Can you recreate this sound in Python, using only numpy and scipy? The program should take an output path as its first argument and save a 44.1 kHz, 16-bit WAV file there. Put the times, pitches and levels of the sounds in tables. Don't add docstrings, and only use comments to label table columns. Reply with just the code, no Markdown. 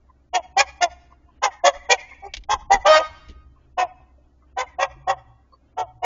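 import sys
import numpy as np
from scipy import signal
from scipy.fft import rfft, irfft, next_fast_len
from scipy.io import wavfile
from scipy.ndimage import uniform_filter1d, minimum_filter1d, map_coordinates

SR = 44100
rng = np.random.default_rng(int(sys.argv[2]) if len(sys.argv) > 2 else 0)


def decibels_to_gain(level_db):
    exponent = np.asarray(level_db, float) / 20
    return 10 ** exponent


def file_out(sig):
    cols = np.atleast_2d(sig).T
    lim = np.clip(cols, -1, 1)
    pcm = np.round(lim * 32767).astype(np.int16)
    wavfile.write(sys.argv[1], SR, pcm)


N = 266795
T = np.arange(N) / SR


def unit(x):
    return x / np.sqrt(np.mean(x ** 2) + 1e-20)


def along(points, hz):
    f, v = np.transpose(points)
    return np.interp(np.log(hz + 1), np.log(f + 1), v)


def filtered(x, response):
    m = next_fast_len(len(x) + 8192)
    return irfft(rfft(x, m) * response(np.fft.rfftfreq(m, 1 / SR)), m)[:len(x)]


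def coloured(x, spectrum):
    points = [(0.84, -120)] + list(spectrum) + [(9000, -120)]
    return unit(filtered(x, lambda hz: decibels_to_gain(along(points, hz))))


def wobble(n, rate):
    knots = rng.standard_normal(int(n * rate / SR) + 4)
    return map_coordinates(knots, [np.arange(n) * rate / SR])


def scattered(x, t60):
    t = np.arange(SR // 16) / SR
    reply = rng.standard_normal(len(t)) * decibels_to_gain(-60 * t / t60)
    return signal.fftconvolve(x, reply)[:len(x)]


def syrinx(pitch_hz, jitter, shimmer_db, breath):
    n = len(pitch_hz)
    phase = 2 * np.pi * np.cumsum(pitch_hz * (1 + jitter * wobble(n, 160))) / SR
    k = np.arange(1, 24)[:, None]
    pulses = unit(np.cos(k * phase).sum(axis=0)) * decibels_to_gain(shimmer_db * wobble(n, 219.6))
    air = unit((1 + 1.4 * np.cos(phase)) * rng.standard_normal(n))
    return np.sqrt(1 - breath) * unit(pulses) + np.sqrt(breath) * air


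# t/s, hold/s, low voice level/dB, its second harmonic f/Hz, high voice over it level/dB
CLUCK_EVENTS = [(0.327, .022, -16, 735, -14), (0.559, .032, -16.5, 780, -4.5),
                (0.803, .021, -15, 717, -12.5), (1.415, .026, -18, 843.5, 3), (1.63, .032, -15, 699.7, -4),
                (1.884, .024, -16, 778, -4.5), (2.216, .04, -37, 790, -21), (2.483, .034, -20.5, 830, 1.5),
                (2.695, .032, -10.5, 785, -10.5), (2.842, .015, -14, 800, -2.5),
                (2.98, .008, -19, 650, -13), (3.768, .043, -18.5, 740, -5.5), (4.561, .038, -26, 770, 2.5),
                (4.78, .044, -22, 752.8, -2.5), (5.063, .034, -19, 760, -4),
                (5.764, .034, -22.5, 745, -6.5), (6.017, 0.013, -18.5, 740, -12)]
# second harmonic of the high voice f/Hz, its fundamental over it level/dB, beak over low voice
# level/dB, beak opening f/Hz, low voice swell over the hold level/dB
CLUCK_GAPE = [(946, -8, -5, 2733, 5), (1070, -9, .6, 2510, -7), (1082, -17, -4, 2300, 5),
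              (1035, -19, -.4, 2130, 4), (1092, 1.5, -1.5, 2004, -5), (965, -1, 3.5, 2300, -4),
              (1110, -3, -21, 2200, -5), (1050, -25, -4.5, 2000, -2.5), (940, -12, -8, 2073, -4),
              (1162, -3, -4.5, 1700, -1.5), (1050, 1.5, -12, 2566, 1.5), (1030, -12, -8.5, 2383, 5),
              (1002, -9.5, .6, 2100, -5), (1077, -3.5, -2.5, 2420, -4), (1078, -6.5, -8.5, 1850, -4),
              (895, -6, -9, 2350, 2.5), (950, -5, -9, 2300, -1.5)]
# f/Hz, level/dB
CHEST_SPECTRUM = [(120, -41), (250, -22.5), (400, -18), (700, 5), (850, 3.5), (1150, -17), (1400, -28),
                  (1600, -47)]
# f/Hz, level/dB
HEAD_SPECTRUM = [(700, -32.5), (900, -0.5), (1080, -12.5), (1300, -8), (1500, -31), (1700, -42.5)]
# f/Hz, level/dB
ROOT_SPECTRUM = [(380, -36.5), (480, -10.5), (600, 5), (720, -40.5)]
# f/Hz, level/dB
BEAK_SPECTRUM = [(1100, -36), (1400, -6), (2500, -3), (4000, -11.5), (4600, -35.5)]
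# f/Hz, level per Hz/dB
RASP_SPECTRUM = [(2350, -43), (4000, -16), (4170, -5.5), (4530, -1), (6720, 3), (7220, -4), (7550, -30),
                 (8160, -43.5), (10600, -80), (18000, -120)]
LOW_SHAPE, HIGH_SHAPE = (-11.5, 0.04, -1.5, -36), (-18.5, -.4, 0.66, -46)
BEAK_SHAPE, RASP_SHAPE = (-30, .4, .4, -56), (-40, 1.5, .4, -66)
LOW_SAG, HIGH_SAG = (.05, .16), (.05, .14)
ATTACK_S, RELEASE_S = .021, .055
FLIP_RISE, FLIP_PER_DB = .015, .006
TRADE = 1.2
ARCH_DB = 4
THROAT_HZ = (1892, 3403)
SHUT = .85
RASP_OUT_DB, RASP_IN_DB, DOOR_S = -3.5, -10.5, (2.5, 3.0)


def clucks():
    out = np.zeros(N + SR)
    t = np.arange(SR // 8) / SR
    for (s, hold, db, low_hz, over_db), gape in zip(CLUCK_EVENTS, CLUCK_GAPE):
        high_hz, root_db, beak_db, open_hz, lean_db = gape
        knots = np.cumsum([0, ATTACK_S, abs(hold), RELEASE_S])

        def shape(values):
            return np.interp(t, knots, values)

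        course = shape([-1, -1, 1, 1])
        lean = lean_db / 2 * course
        arch = ARCH_DB * course ** 2
        rise = 1 + FLIP_RISE - FLIP_PER_DB * lean_db

        def tense(sag):
            return shape([1 - sag[0], 1, rise, rise - sag[1]])

        low_db = db + shape(LOW_SHAPE) + lean
        high_db = db + over_db - TRADE * lean + shape(HIGH_SHAPE)
        low = syrinx(low_hz / 2 * tense(LOW_SAG), jitter=.011, shimmer_db=3.5, breath=.17)
        high = syrinx(high_hz / 2 * tense(HIGH_SAG), jitter=.014, shimmer_db=3.5, breath=.2)
        share = 1 / (1 + decibels_to_gain(2 * (low_db - high_db - 2.5)))
        both = scattered(np.sqrt(1 - share) * low + np.sqrt(share) * high, 0.037)
        tilt_db = np.clip(.3 * (db + beak_db + 19), -12, 12)

        def mouth(size):
            def response(hz):
                centres = (*THROAT_HZ, open_hz)
                peaks = sum(6 / (1 + ((hz - c * size) / 90) ** 2) for c in centres)
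                return (.9 + peaks) * decibels_to_gain(tilt_db * np.log2(hz / 2400 + .01))
            return filtered(both, response)

        opened = shape([0, .7, 1, 0])
        beak = opened * mouth(1) + (1 - opened) * mouth(SHUT)
        head = coloured(high, HEAD_SPECTRUM) + decibels_to_gain(root_db) * coloured(high, ROOT_SPECTRUM)
        voice = decibels_to_gain(low_db) * coloured(low, CHEST_SPECTRUM) + decibels_to_gain(high_db) * head
        rasp_db = np.interp(s, DOOR_S, [RASP_OUT_DB, RASP_IN_DB]) + shape(RASP_SHAPE) - arch
        bright = decibels_to_gain(shape(BEAK_SHAPE)) * coloured(beak, BEAK_SPECTRUM)
        bright = bright + decibels_to_gain(rasp_db) * coloured(both, RASP_SPECTRUM)
        bright = decibels_to_gain(db + beak_db - TRADE * lean - arch) * bright
        swell = np.clip(t / .015, 0, 1) * np.clip((knots[-1] - t) / .02, 0, 1)
        out[round(s * SR):][:len(t)] += (voice + bright) * np.sin(np.pi / 2 * swell) ** 2
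    return out[:N]


# t/s, level/dB, half pitch f/Hz
SQUAWK_COURSE = [
    (2.86, -17, 302),
    (2.885, -12.5, 310.5),
    (2.97, -9, 311),
    (2.999, -16, 312),
]
# multiple, level/dB
SQUAWK_OVERTONES = [(1, -32), (2, -2.5), (3, -15), (4, -6), (5, -17.5), (6, -14.5), (7, -19.5), (8, -20),
                    (9, -20.5), (10, -14.5), (11, -28.5), (12, -19.5), (13, -38), (14, -26), (15, -22.5),
                    (16, -28.5), (17, -22), (18, -29), (19, -33), (20, -36), (21, -36), (22, -29.5),
                    (23, -34)]


def squawk():
    s, level_db, half_hz = np.transpose(SQUAWK_COURSE)
    phase = 2 * np.pi * np.cumsum(np.interp(T, s, half_hz) * (1 + 0.0045 * wobble(N, 90))) / SR
    on = (T > s[0]) & (T < s[-1])
    n = on.sum()
    tone = np.zeros(n)
    for k, db in SQUAWK_OVERTONES:
        tone += decibels_to_gain(db + 3.9 * wobble(n, 36)) * np.sin(k * phase[on] + rng.uniform(0, 2 * np.pi))
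    air = coloured(rng.standard_normal(n), [(400, -39), (650, 14.5), (3000, -1.5), (6500, -7.0), (7600, -52)])
    cry = (unit(tone) + decibels_to_gain(-11) * air) * decibels_to_gain(np.interp(T[on], s, level_db))
    out = np.zeros(N)
    out[on] = cry * signal.windows.tukey(n, .25)
    return out


# t/s, length/s, level/dB, strongest overtone at the start f/Hz, at the end f/Hz
MOAN_EVENTS = [
    (1.5, .12, -50, 1910, 1830),
    (1.722, 0.17, -48.5, 1980, 1990),
    (1.972, 0.09, -40.5, 2190, 2100),
    (2.046, 0.33, -51, 2180, 2300),
    (4.662, 0.096, -54, 2080, 1900),
]
# t/s, f/Hz, level/dB
COO_COURSE = [
    (2.22, 384, -64),
    (2.268, 400, -39.5),
    (2.31, 356, -76),
]
MOAN_FADE_DB = 9


def moan():
    out = np.zeros(N)
    for s, length, level_db, from_hz, to_hz in MOAN_EVENTS:
        u = np.minimum(np.arange(SR // 3) / SR / length, 1)
        n = len(u)
        glide_hz = from_hz + (to_hz - from_hz) * u
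        phase = 2 * np.pi * np.cumsum(glide_hz * (1 + .03 * wobble(n, 150))) / SR
        tone = np.zeros(n)
        for k, db in [(5, -14), (6, 0), (7, -10)]:  # harmonic, dB
            tone += decibels_to_gain(db + 5 * wobble(n, 60)) * np.sin(phase * k / 6)
        edges = np.clip(10 * np.minimum(u, 1 - u), 0, 1)
        out[round(s * SR):][:n] += unit(tone) * decibels_to_gain(level_db + 2.5 - MOAN_FADE_DB * u) * edges
    s, pitch_hz, level_db = np.transpose(COO_COURSE)
    t = np.arange(s[0], s[-1], 1 / SR)
    coo = np.sin(2 * np.pi * np.cumsum(np.interp(t, s, pitch_hz)) / SR)
    coo = coo * decibels_to_gain(np.interp(t, s, level_db) + 4)
    out[round(s[0] * SR):][:len(t)] += coo * signal.windows.tukey(len(t), .3)
    return out


# t/s, peak level/dB, ring f/Hz, upper overtone level/dB, upper overtone f/Hz
PEEPS = [
    (0.096, -48, 1047, -27.5, 2010),
    (1.116, -44, 1047, -30, 2150),
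    (1.288, -50.5, 1036, -27, 2950),
    (2.118, -33, 1070, -4, 2165),
    (3.569, -52, 1050, -24.5, 2425),
    (4.006, -44, 760, -33, 2464),
    (4.189, -51, 590, -20, 3090),
    (4.429, -53.5, 1200, -21, 2050),
    (5.289, -49, 828, -26.5, 2056),
    (5.535, -41.5, 1075, -23.5, 4440),
]


def far_hens():
    out, t = np.zeros(N + SR), np.arange(SR // 20) / SR
    for s, db, hz, upper_db, upper_hz in PEEPS:
        phase = 2 * np.pi * np.cumsum(1 + .012 * wobble(len(t), 120)) / SR
        peep = np.sin(hz * phase) + decibels_to_gain(-22) * np.sin(hz * phase / 2)
        peep = peep + decibels_to_gain(upper_db) * np.sin(upper_hz * phase)
        peep = unit(scattered(peep * decibels_to_gain(6.8 * wobble(len(t), 227)), .02))
        out[round((s - .018) * SR):][:len(t)] += decibels_to_gain(db - 8) * peep * np.hanning(len(t))
    return out[:N]


# t/s, peak level/dB, t60/s
CLAW_STEPS = [
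    (2.3361, -22.5, 0.052),
    (2.367, -28, 0.04),
    (2.4027, -62, 0.091),
    (2.4362, -45, 0.032),
    (3.2809, -46.5, 0.12),
    (3.3044, -54, 0.058),
]
# f/Hz, level per Hz/dB
RAMP_SPECTRUM = [(350, -44), (600, -10), (1340, -17.5), (2280, 3.5), (2510, -7), (2860, 3.5), (6800, -9),
                 (8000, -18.5), (10400, -67), (17600, -120)]


def claws():
    out, t = np.zeros(N + SR), np.arange(SR // 12) / SR
    for s, db, t60 in CLAW_STEPS:
        grains = rng.standard_normal(len(t)) * decibels_to_gain(3 * wobble(len(t), 600))
        decay = decibels_to_gain(db + 2 - 60 * t / np.clip(t60, .02, .12))
        onset = (1 - np.exp(-t / (0.034 * t60))) ** 2
        out[round(s * SR):][:len(t)] += decay * onset * coloured(grains, RAMP_SPECTRUM)
    return out[:N]


# t/s, peak level/dB, ring f/Hz, knock level/dB
FOOTFALLS = [
    (1.758, -39, 26.6, -19),
    (2.371, -33, 47.2, -19),
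    (2.532, -32, 64.6, -7.5),
    (2.738, -27, 32.9, -6.5),
    (3.108, -43.5, 81.5, -19),
    (3.287, -40.5, 26.1, -2.5),
    (3.356, -44, 60.4, -11),
    (4.957, -41.5, 56, -12),
]


def thumps():
    out, t = np.zeros(N + SR), np.arange(SR // 8) / SR
    for s, db, hz, knock_db in FOOTFALLS:
        knock = coloured(rng.standard_normal(len(t)), [(80, -23.5), (160, -5), (350, 4), (600, -24.0)])
        ring = np.sin(2 * np.pi * hz * t) * decibels_to_gain(-60 * t / .16)
        push = ring + decibels_to_gain(knock_db - 60 * t / .09) * knock
        out[round(s * SR):][:len(t)] += decibels_to_gain(db + 8) * (1 - np.exp(-t / 0.0096)) * push
    return out[:N]


# delay t/s, level/dB
WALL_ECHOES = [
    (.085, -24.5),
    (0.129, -49),
    (0.182, -39),
    (0.223, -42.5),
    (.29, -43),
    (0.448, -55),
]
# f/Hz, t60/s
YARD_DECAY = [(300, .6), (800, .5), (1250, .8), (3000, .8), (7000, .65)]


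def yard(x):
    hz, t, z = signal.stft(rng.standard_normal(SR), SR, nperseg=256)
    decay = decibels_to_gain(-60 * t / along(YARD_DECAY, hz)[:, None])
    tail = signal.istft(z * decay, SR, nperseg=256)[1][:SR]
    t = np.arange(SR) / SR
    reply = decibels_to_gain(-31.5) * np.roll(tail / np.linalg.norm(tail), round(WALL_ECHOES[0][0] * SR))
    for delay, db in WALL_ECHOES:
        burst = rng.standard_normal(SR) * np.exp(-np.abs(t - delay) / 0.015)
        reply = reply + decibels_to_gain(db) * burst / np.linalg.norm(burst)
    absorption = [(300, -20), (620, -4), (850, 0.0), (1250, -1.0), (1600, -4), (2400, -3.0),
                  (4000, -6), (7000, -9.5)]
    reply = filtered(reply, lambda hz: decibels_to_gain(along(absorption, hz)))
    return signal.fftconvolve(x, reply)[:N]


# t/s, level/dB
MACHINE_LOAD = [(0.0, -57), (0.3, -56.5), (0.62, -52), (0.89, -51.5), (1.3, -58.5), (1.75, -55.5),
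                (2.12, -56.5), (2.42, -52.5), (2.73, -47.5), (3.03, -54), (3.39, -50), (3.72, -54),
                (4.48, -55.5), (4.99, -51), (5.68, -60), (6.05, -51.5)]
# f/Hz, pitch wander (0-1), level wander/dB
MACHINE_DRONES = [
    (64.6, 0.01, 4),
    (123.4, 0.1, -4.5),
]
# t/s, half length/s, level/dB
OCTAVE_BLOOMS = [
    (3.72, .3, -64),
    (5.1, .22, -53),
    (5.93, .17, -51.5),
]
# f/Hz, level per Hz/dB
AIR_SPECTRUM = [(47, -41), (80, -11.5), (97, -16), (134, -10), (172, -22), (294, -11), (466, -26),
                (576, -21), (966, -28.5), (1060, -29.5), (1620, -32), (2720, -33), (7800, -44.5),
                (10100, -81), (17200, -120)]
OCTAVE_DB, OCTAVE_GROWS = -70, 2.2
RUMBLE_DB, NEAR_S, NEAR_FOR_S, NEAR_DB = -62, 2.8, .8, 11


def hum():
    hum_db = np.interp(T, *np.transpose(MACHINE_LOAD))
    near_db = NEAR_DB * np.exp(-((T - NEAR_S) / NEAR_FOR_S) ** 2)
    thud_db = RUMBLE_DB + near_db + .8 * (hum_db - hum_db.mean())
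    octave = decibels_to_gain(OCTAVE_DB + OCTAVE_GROWS * (hum_db + 53.5))
    for s, half, db in OCTAVE_BLOOMS:
        octave = octave + decibels_to_gain(db) * np.exp(-((T - s) / half) ** 2)

    def drone(hz, wander, db):
        cycles = hz * np.cumsum(1 + wander * wobble(N, 13)) / SR
        return unit(decibels_to_gain(db * wobble(N, 36)) * np.sin(2 * np.pi * cycles))

    thud_spectrum = [(15, 0.5), (35, 0), (50, -8.0), (90, -12.5), (200, -23.0), (400, -45.5)]  # Hz, dB
    thud = coloured(rng.standard_normal(N), thud_spectrum) * decibels_to_gain(0.83 * wobble(N, 19))
    air = coloured(rng.standard_normal(N), AIR_SPECTRUM) * decibels_to_gain(1.3 * wobble(N, 11))
    drones = decibels_to_gain(hum_db) * drone(*MACHINE_DRONES[0]) + octave * drone(*MACHINE_DRONES[1])
    return decibels_to_gain(thud_db) * unit(thud) + drones + decibels_to_gain(-63.5) * unit(air)


def scene():
    short, held = clucks(), squawk()
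    away = filtered(held, lambda hz: 1 / (1 + (800 / (hz + 1)) ** 4))
    birds = short + held + yard(short + decibels_to_gain(8) * away) + moan() + far_hens()
    return (birds + claws() + thumps() + hum())[None]


def masked(x, size, bins, frames, floor, quiet_db, cap_db):
    overlap = size * 3 // 4
    hz, t, z = signal.stft(x, SR, nperseg=size, noverlap=overlap)
    level = uniform_filter1d(np.abs(z) ** 2, size=bins, axis=0)
    level = uniform_filter1d(level, size=3, axis=1)
    peak = level[hz > 300].max(axis=0)
    loudest = -minimum_filter1d(-peak, size=frames, origin=-(frames // 6))
    loudest = np.clip(loudest, decibels_to_gain(2 * quiet_db), decibels_to_gain(2 * cap_db))
    kept = level > loudest * decibels_to_gain(2 * along(floor, hz))[:, None]
    gain = uniform_filter1d(kept * 1., size=3, axis=1)
    return signal.istft(z * gain, SR, nperseg=size, noverlap=overlap)[1][:N]


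def low_pass(x):
    return signal.sosfilt(signal.butter(12, 8310, fs=SR, output="sos"), x)


def record(dry):
    x = dry[0]
    shaved = x - x / (1 + np.abs(x / .75) ** 4) ** .25
    x = x - filtered(shaved, lambda hz: hz > 300)
    x = masked(x, size=2048, bins=3, frames=1, quiet_db=-61, cap_db=-50,
               floor=[(300, -50), (1200, -38), (2000, -33), (4000, -35), (7000, -38)])
    x = x + decibels_to_gain(-78.5) * rng.standard_normal(N)
    x = filtered(x, lambda hz: 1 / (1 + (hz / 7300) ** 40))
    x = masked(x, size=512, bins=5, frames=21, quiet_db=-65, cap_db=0,
               floor=[(200, -88.5), (400, -46.5), (7000, -59)])
    return low_pass(x[None])


dry = scene()
out = record(dry)
file_out(out)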